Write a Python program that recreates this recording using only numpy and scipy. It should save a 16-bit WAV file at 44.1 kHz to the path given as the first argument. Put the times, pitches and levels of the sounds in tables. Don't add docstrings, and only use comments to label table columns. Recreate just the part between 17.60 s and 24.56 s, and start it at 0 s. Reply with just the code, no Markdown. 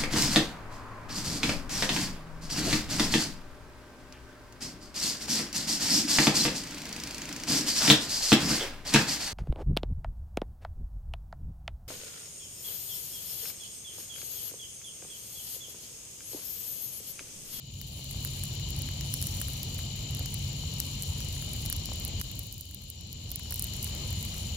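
import sys
import numpy as np
from scipy import signal
from scipy.io import wavfile
from scipy.ndimage import map_coordinates

SR = 44100
rng = np.random.default_rng(int(sys.argv[2]) if len(sys.argv) > 2 else 0)


def file_out(sig):
    cols = np.atleast_2d(sig).T
    lim = np.clip(cols, -1, 1)
    pcm = np.round(lim * 32767).astype(np.int16)
    wavfile.write(sys.argv[1], SR, pcm)


N = 306936

# centre_s, boost_db
FLAME_GUSTS = [(0.22, 2.5), (1.15, 1), (2.75, 4.5), (3.08, 2.5), (3.42, 1), (4.1, 3), (4.28, 2.5),
               (4.53, 3), (4.85, 2), (6.55, 4)]
# frequency_hz, relative_density_db
ROAR_SPECTRUM = [(20, -18), (45, -1), (70, 0.5), (89, 0), (110, -2.5), (150, -7.5), (290, -18.5),
                 (390, -24.5), (560, -26.5), (1000, -27.5), (1670, -37.5), (2400, -25)]
def flame_roar(level_db, sunk_db, gust_sigma_s=0.071, throb_hz=89.7):
    t = np.arange(N) / SR
    noise = banded_noise(ROAR_SPECTRUM, low_hz=20.24, patchy_db=1.56, count=21)
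    rumble, rush = split(noise, hz=193)
    throb = resonate(rumble, throb_hz, width_hz=23)
    rumble = rms_one(rms_one(rumble) + amp(-9) * rms_one(throb))
    gust_db = sum(db * np.exp(-((t - s) / gust_sigma_s) ** 2 / 2) for s, db in FLAME_GUSTS)
    rumble *= amp(13 - 0.15 * sunk_db + gust_db)
    warm, thin = split(rms_one(rush), hz=567)
    rush = amp(2 - 0.12 * sunk_db) * warm + amp(0.5 + 0.6 * sunk_db) * thin
    return amp(level_db) * (rumble + rush)


# frequency_hz, relative_density_db
SIZZLE_SPECTRUM = [(1500, -45), (2200, -8), (3500, 11), (5200, 12), (6300, 12.5), (8200, -7), (10000, 2.5),
                   (13000, -6.5), (15500, 2.5)]
def flame_sizzle(level_db, sizzle_db, sunk_db, spits_per_s=170, spit_decay_s=0.0015, top_hz=16050):
    noise = banded_noise(SIZZLE_SPECTRUM, low_hz=1400, patchy_db=0.9, count=11)
    hiss, sizzle = split(noise, hz=7800)
    hiss = amp(level_db - 8.5 + 0.6 * sunk_db) * rms_one(hiss)
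    spits = (rng.random(N) < spits_per_s / SR) * rng.exponential(1.0, N)
    grain = 1 + signal.lfilter([1], [1, -np.exp(-1 / (spit_decay_s * SR))], spits)
    lowpass = signal.cheby2(12, 40, top_hz, fs=SR, output="sos")
    sizzle = signal.sosfilt(lowpass, rms_one(sizzle * grain)) * amp(sizzle_db + 1.6 * drift(20))
    lower, upper = split(sizzle, hz=11500)
    return hiss + upper + amp(0.33 * sunk_db) * lower


def snap(noise, hz, crack_db, knock_db, bounce_s, clean):
    t = np.arange(len(noise)) / SR
    ragged = noise * t * np.exp(-t / 0.00022)
    clean_break = clean * (np.arange(len(t)) == 5)
    burst = ragged / np.sqrt(np.sum(ragged ** 2)) + clean_break
    bright = resonate(resonate(burst, hz, 6500), 12500, 15000)
    crack = resonate(resonate(burst, 5400, 5000), 5400, 5000)
    knock = resonate(resonate(burst, 1800, 2600), 1800, 3000)
    click = rms_one(bright) + amp(crack_db) * rms_one(crack) + amp(knock_db) * rms_one(knock)
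    heap_scatter = signal.fftconvolve(click, noise[::-1] * np.exp(-t / 0.004))[:len(t)]
    ground_bounce = np.roll(click, int(bounce_s * SR))
    return click + amp(-29) * heap_scatter + amp(-21) * ground_bounce


# start_s, gain_db, ring_hz, crack_db, knock_db
FIBRE_SNAPS = [(0.2145, -44, 12100, -5, -12), (0.444, -48, 10100, -10, -20), (0.5113, -43, 12800, -12, -12),
               (0.5318, -50, 9900, -12, -18), (0.5637, -55, 14000, -12, -22),
               (0.6492, -35.5, 12800, -12, -14), (0.6744, -47, 10500, -2, -22),
               (0.703, -52, 10000, -14, -20), (0.7353, -50, 10300, -14, -20),
               (0.7722, -53, 10100, -8.5, -6), (0.8369, -38, 9900, -19, -17), (0.853, -48, 11000, -2, -14),
               (0.9383, -53, 14000, -14, -20), (0.9523, -50, 14000, -12, -17.5),
               (0.9975, -53, 13000, -6, 1), (1.1054, -40.5, 12900, -10, -19), (1.1638, -46, 11500, -3, -25),
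               (1.1895, -43, 14100, -12, -25.5), (1.2198, -40, 11400, -11, -18),
               (1.2883, -49, 12700, -7, 0), (1.3145, -48.5, 14000, -10, -22),
               (1.4101, -46, 12280, 3.5, -2.5), (1.5398, -32, 10000, -9.5, -21.5),
               (1.6155, -38, 12800, -5, -15.5), (1.6259, -35, 9900, -10, -18),
               (1.6702, -37.5, 10900, -28.5, -17), (1.7435, -53, 10000, -14, -22),
               (1.7699, -48, 10100, -14, -22), (1.8149, -35.5, 12100, -26, -9),
               (1.8836, -41.5, 12700, -23, -10), (1.9026, -49, 11000, -14, -22),
               (1.9344, -44, 11300, -8, -29), (2.0315, -38.5, 12400, -8, -28),
               (2.1581, -56, 13800, -14, -22), (2.1825, -49, 10200, -14, -22),
               (2.1902, -44, 11400, -18, -3.5), (2.3618, -49, 13400, -13, -19),
               (2.5088, -48, 10000, -12, -22), (2.5488, -41, 11200, -7, -26),
               (2.5691, -48, 14000, -14, -20), (2.594, -43, 11800, -13, -13), (2.6596, -41.5, 9500, 0, -11),
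               (2.7428, -39, 10900, -20.5, -22), (2.7851, -61, 14000, -14, -20),
               (3.2018, -32, 8750, -6, -16.5), (3.4234, -37, 10500, -16, -25),
               (3.434, -43, 11600, -14, -18), (3.498, -54, 10500, -14, -18.5),
               (3.5823, -53, 13600, -14, -20), (3.6047, -45, 9900, 0, -7), (3.686, -46, 10400, -15, -23.5),
               (3.73, -53, 10000, -10, -19.5), (3.7659, -53, 13000, -6, -1), (3.7998, -59, 12700, -9, -20),
               (3.8243, -45, 13400, -8, -10), (3.9339, -41.5, 12300, -24, -28),
               (3.9644, -48, 12000, -14, -20), (4.0218, -50, 12400, -14, -20),
               (4.0536, -45, 10600, -11, -12), (4.0609, -37.5, 12000, -5, -27),
               (4.0999, -34.5, 11900, -26, -18), (4.1267, -33, 11200, -7, -17.5),
               (4.1643, -41, 11700, -22, -27), (4.2574, -39.5, 10700, -4, -24),
               (4.3346, -46, 10800, -12.5, -20), (4.3576, -47, 11100, -11, -17),
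               (4.399, -44.5, 12200, -12, -31), (4.45, -37.5, 11500, -12, -24),
               (4.4797, -43, 10400, -12, -29), (4.598, -47, 9800, -16, -17),
               (4.6137, -37.5, 11400, -3.5, -10), (4.7146, -44.5, 14700, -10.5, -12),
               (4.7547, -51, 13400, -12, -20), (4.7925, -38, 11400, -13, -50),
               (4.8335, -51, 14000, -12, -22), (4.8684, -51, 14000, -16, -26),
               (4.9263, -44, 12700, -15, -33.5), (4.98, -48.5, 13500, -10, -27.5),
               (5.0098, -42.5, 11300, -28, -29), (5.055, -53, 12500, -12, -20),
               (5.09, -57, 12700, -12, -20), (5.111, -49, 12500, -13, -16), (5.1463, -43, 14000, -20, -29),
               (5.2191, -55, 13000, -6, -13), (5.2391, -55, 10000, -12, -20), (5.286, -58, 10400, -9, -20),
               (5.3014, -42, 13100, -14, -29.5), (5.4097, -53, 9800, -4, -14),
               (5.472, -59, 10200, -12, -22), (5.5289, -45.5, 12600, -7, -29),
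               (5.639, -59, 13000, -12, -20), (5.7048, -50, 11500, -1.5, -23),
               (5.7164, -37.5, 13800, -9, -24), (5.7585, -36, 13600, -8, -29),
               (5.7953, -47, 11300, -13, -10), (5.8342, -55, 14000, -12, -14),
               (5.9083, -38.5, 13300, -8, -22), (5.9235, -37.5, 11900, -10, -12),
               (5.9425, -38, 12600, -29, -34), (5.9593, -41, 12400, -10, -28),
               (5.995, -34, 10600, -15, -24), (6.0235, -35, 13200, -21, -31),
               (6.0425, -35.5, 13400, -14, -22), (6.0692, -47, 14000, -14, -22),
               (6.137, -46, 11000, -2, -14), (6.1659, -46, 9700, -11, -20),
               (6.2296, -38.5, 11900, -17, -28), (6.2442, -35.5, 11800, -20, -22),
               (6.2677, -53, 12000, -4, 3), (6.2947, -54, 10700, -14, -20), (6.35, -44, 10700, -7, -10),
               (6.5064, -43, 14600, -10, -16), (6.5286, -44, 11300, -22, -10),
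               (6.6279, -41, 11700, -20, -22), (6.6506, -43, 13400, -16, -25),
               (6.7431, -50, 10100, -12, -8), (6.7804, -44, 11400, -14, -18)]
def crackles(sizzle_db, size=800, faint_count=14, pan_spread_db=2.5):
    snaps = list(FIBRE_SNAPS)
    for when, strong, bright, woody in rng.random((faint_count, 4)):
        at = (N - 1) * when
        db = sizzle_db[int(at)] - 9 + 5 * strong ** 2
        snaps.append((at / SR, db, 9000 + 5000 * bright, -14 + 12 * woody, -27 + 14 * woody))
    out = np.zeros((2, N + size))
    noises = rng.standard_normal((len(snaps), 2, size))
    bounces_s = rng.uniform(0.0015, 0.004, len(snaps))
    pans_db = pan_spread_db * rng.standard_normal(len(snaps))
    for row, (mid, side), bounce_s, pan_db in zip(snaps, noises, bounces_s, pans_db):
        s, db, hz, crack_db, knock_db = row
        shared = snap(mid, hz, crack_db, knock_db, bounce_s, clean=1.4)
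        apart = snap(side, hz, crack_db, knock_db - 5, bounce_s, clean=0)
        pair = 0.73 * shared + 0.6 * apart * [[1], [-1]]
        out[:, int(s * SR):int(s * SR) + size] += panned(pair, pan_db) * amp(db)
    return out[:, :N]


# start_s, level_db, pitch_hz
GAS_POPS = [(0.393, -59, 600), (0.545, -59.5, 700), (2.592, -54.5, 600), (2.61, -53, 600),
            (3.036, -57.5, 790), (4.051, -61, 720), (4.289, -55, 700), (4.318, -50, 705),
            (5.797, -62.5, 1300), (5.858, -68, 1500), (5.913, -57, 700)]
def pops(size=1200):
    out, t = np.zeros(N + size), np.arange(size) / SR
    for (s, db, hz), noise in zip(GAS_POPS, rng.standard_normal((len(GAS_POPS), size))):
        pulse = (0.4 * noise + 1) * t * np.exp(-3 * t * hz)
        puff = resonate(resonate(pulse, hz, hz), hz, 1.4 * hz)
        out[int(s * SR):int(s * SR) + size] += amp(db) * rms_one(puff)
    return out[:N]


def wing_strokes(hz, t60_s, per_s, size=N):
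    count = int(size / SR * per_s) + 2
    jitter, strength = rng.standard_normal((2, count))
    at = (np.cumsum(1 + 0.12 * jitter) - rng.random()) * SR / per_s
    clicks = np.bincount(np.clip(at, 0, size).astype(int), amp(2.25 * strength), size + 1)[:size] + 1e-18
    width_hz = np.log(1000) / (np.pi * t60_s)
    return rms_one(resonate(resonate(clicks, hz, width_hz), hz, width_hz))


# wing_hz, spread_hz, ring_t60_s, strokes_per_s, relative_level_db, pan_db
INSECT_KINDS = [(2488, 68, 0.0073, 60, -8, -0.5), (2990, 108, 0.017, 62, 3, 3.5),
                (5730, 260, 0.0093, 62, -7, 10.5), (7050, 180, 0.012, 62, 4, 1.5)]
def insect_chorus(singers=6):
    out = np.zeros((2, N))
    for hz, spread_hz, t60_s, per_s, db, pan_db in INSECT_KINDS:
        crowd = np.zeros((2, N))
        for channel in crowd:
            for detune in np.linspace(-1.5, 1.5, singers):
                song = wing_strokes(hz + spread_hz * detune, t60_s, per_s * rng.uniform(0.9, 1.1))
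                channel += song * amp(-1.8 * detune ** 2)
            channel *= amp(0.63 * drift(3))
        out += panned(rms_one(crowd), pan_db) * amp(db)
    return out


# start_s, length_s, wing_hz, glide_hz_per_s, relative_level_db
CRICKET_TRILLS = [(0.35, .2, 5760, 0, -12), (.85, .2, 5760, 0, -10), (1.45, .12, 5920, 0, -9),
                  (1.5, 0.28, 5630, 0, -4.5), (1.72, .17, 5750, 200, -8), (1.93, 0.13, 5930, 0, -7),
                  (2.0, .13, 5700, 0, -9), (2.62, 0.2, 5950, -300, -10), (2.76, 0.2, 5530, -300, -10),
                  (2.98, .27, 5620, 300, -7), (3.28, 0.24, 5720, 400, -10), (3.52, .26, 5890, 700, -9),
                  (4.08, .28, 5550, -600, -8.5), (5.35, .22, 5660, 0, -6), (5.8, 0.22, 5490, 0, -6),
                  (6.68, 0.28, 5830, 800, -9)]
def crickets(waver_hz=45, edge_s=0.039):
    out, waver, t = np.zeros(N + SR), drift(8), np.arange(SR // 2) / SR
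    for s, length_s, hz, glide_hz_per_s, db in CRICKET_TRILLS:
        start = int(s * SR)
        gate = np.clip(np.minimum(t, length_s - t) / edge_s, 0, 1)
        bend_hz = glide_hz_per_s * (t - length_s / 2) + waver_hz * np.resize(waver[start:], len(t))
        steady = wing_strokes(hz, t60_s=0.014, per_s=60, size=len(t))
        bent = map_coordinates(steady, [np.cumsum(1 + bend_hz / hz)], order=3)
        out[start:start + len(t)] += bent * gate * amp(db)
    return panned(out[:N], pan_db=14)


def far_engine(pitch_hz=133.3, rise_hz_per_s=2.7, leaves_s=3.78, fade_db_per_s=63):
    t = np.arange(N) / SR
    db = 9 - 0.5 * t - fade_db_per_s * np.maximum(t - leaves_s, 0)
    waver_db = 1.2 * drift(3)
    cycles = pitch_hz * t + rise_hz_per_s * t * t / 2 + rng.random()
    return amp(db + waver_db) * np.sqrt(2) * np.sin(2 * np.pi * cycles)


# centre_hz, width_hz, relative_level_db, pan_db
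HISS_BANDS = [(3590, 990, -5.5, 13.5), (4140, 780, -4, 18), (4774, 350, -9.5, 9.5), (6290, 1700, -6, 9)]
def high_hiss():
    out = np.zeros((2, N))
    for hz, width_hz, db, pan_db in HISS_BANDS:
        band = resonate(resonate(rng.standard_normal((2, N)), hz, width_hz), hz, width_hz)
        out += panned(rms_one(band), pan_db) * amp(db)
    return out


# frequency_hz, correlation
PORT_COHERENCE = [(30, 1), (60, 0.97), (125, 0.99), (250, 0.92), (500, 0.58), (1000, 0.22), (2000, 0.13),
                  (15000, 0.022)]
def banded_noise(spectrum, low_hz, patchy_db, count):
    out, common_flicker = 0, drift(3)
    edges = low_hz * 2 ** (np.arange(count + 1) / 3)
    white = rng.standard_normal((2, 2, N))
    for k, (low, high) in enumerate(zip(edges, edges[1:])):
        bandpass = signal.butter(2, [low, high], "band", fs=SR, output="sos")
        mid, side = signal.sosfilt(bandpass, white[k % 2])
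        hz = np.sqrt(low * high)
        alike = at_hz(PORT_COHERENCE, hz)
        gain = amp(at_hz(spectrum, hz) + patchy_db * (0.44 * common_flicker + drift(13)))
        out = out + gain * (np.sqrt(1 + alike) * mid + np.sqrt(1 - alike) * side * [[1], [-1]])
    return rms_one(out)


def resonate(x, hz, width_hz):
    r, w = np.exp(-np.pi * width_hz / SR), 2 * np.pi * min(hz, SR / 2.2) / SR
    return signal.lfilter(np.array([1, 0, -1]) * (1 - r * r) / 2, [1, -2 * r * np.cos(w), r * r], x)


def split(x, hz):
    return [signal.sosfilt(signal.butter(4, hz, kind, fs=SR, output="sos"), x) for kind in ("low", "high")]


def drift(rate_hz, hop=40, settle=2000):
    r = np.exp(-2 * np.pi * hop * rate_hz / SR)
    slow = signal.lfilter([1], [1, -2 * r, r * r], rng.standard_normal(N // hop + settle + 2))[settle:]
    return np.interp(np.arange(N) / hop, np.arange(len(slow)), rms_one(slow))


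def amp(db):
    return 10 ** (np.asarray(db) / 20)


def rms_one(x):
    return x / np.sqrt(np.mean(x ** 2) + 1e-20)


def in_time(curve):
    return np.interp(np.arange(N) / SR, *np.transpose(curve))


def at_hz(spectrum, hz):
    frequencies, values = np.transpose(spectrum)
    return np.interp(np.log(hz), np.log(frequencies), values)


def panned(x, pan_db):
    return x * amp([[pan_db / 2], [-pan_db / 2]])


# time_s, level_db
OVERALL_LEVEL = [(0.0, -61), (0.22, -58), (0.6, -52.5), (1.0, -51.5), (4.42, -51.5), (4.614, -51.5),
                 (4.625, -62), (4.645, -53), (5.05, -60.5), (5.42, -59.5), (6.15, -51.5), (6.4, -50.5),
                 (6.96, -51.5)]
# time_s, level_db
SIZZLE_LEVEL = [(0.0, -69), (0.2, -51.5), (0.39, -51.5), (0.81, -48), (1.25, -54), (1.7, -42), (2.25, -54),
                (3.61, -47), (4.4, -51.5), (4.82, -53), (5.3, -61), (5.6, -61.5), (5.87, -50.5),
                (6.14, -49), (6.96, -49.5)]
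def scene():
    level_db, sizzle_db = in_time(OVERALL_LEVEL), in_time(SIZZLE_LEVEL)
    sunk_db = level_db - level_db.max()
    flames = flame_roar(level_db, sunk_db) + flame_sizzle(level_db, sizzle_db, sunk_db)
    background = amp(level_db) * (insect_chorus() + high_hiss() + crickets() + far_engine())
    return flames + crackles(sizzle_db) + pops() + background


# resonance_hz, width_hz, boost_db
INLETS = [(4200, 1500, 3), (10000, 1500, 2)]
def record(dry, cutoff_hz=17000):
    ports = [x + (amp(boost_db) - 1) * resonate(x, hz, width_hz)
             for x, (hz, width_hz, boost_db) in zip(dry, INLETS)]
    return signal.sosfilt(signal.cheby2(16, 70, cutoff_hz, fs=SR, output="sos"), np.array(ports))


dry = scene()
out = record(dry)
file_out(out)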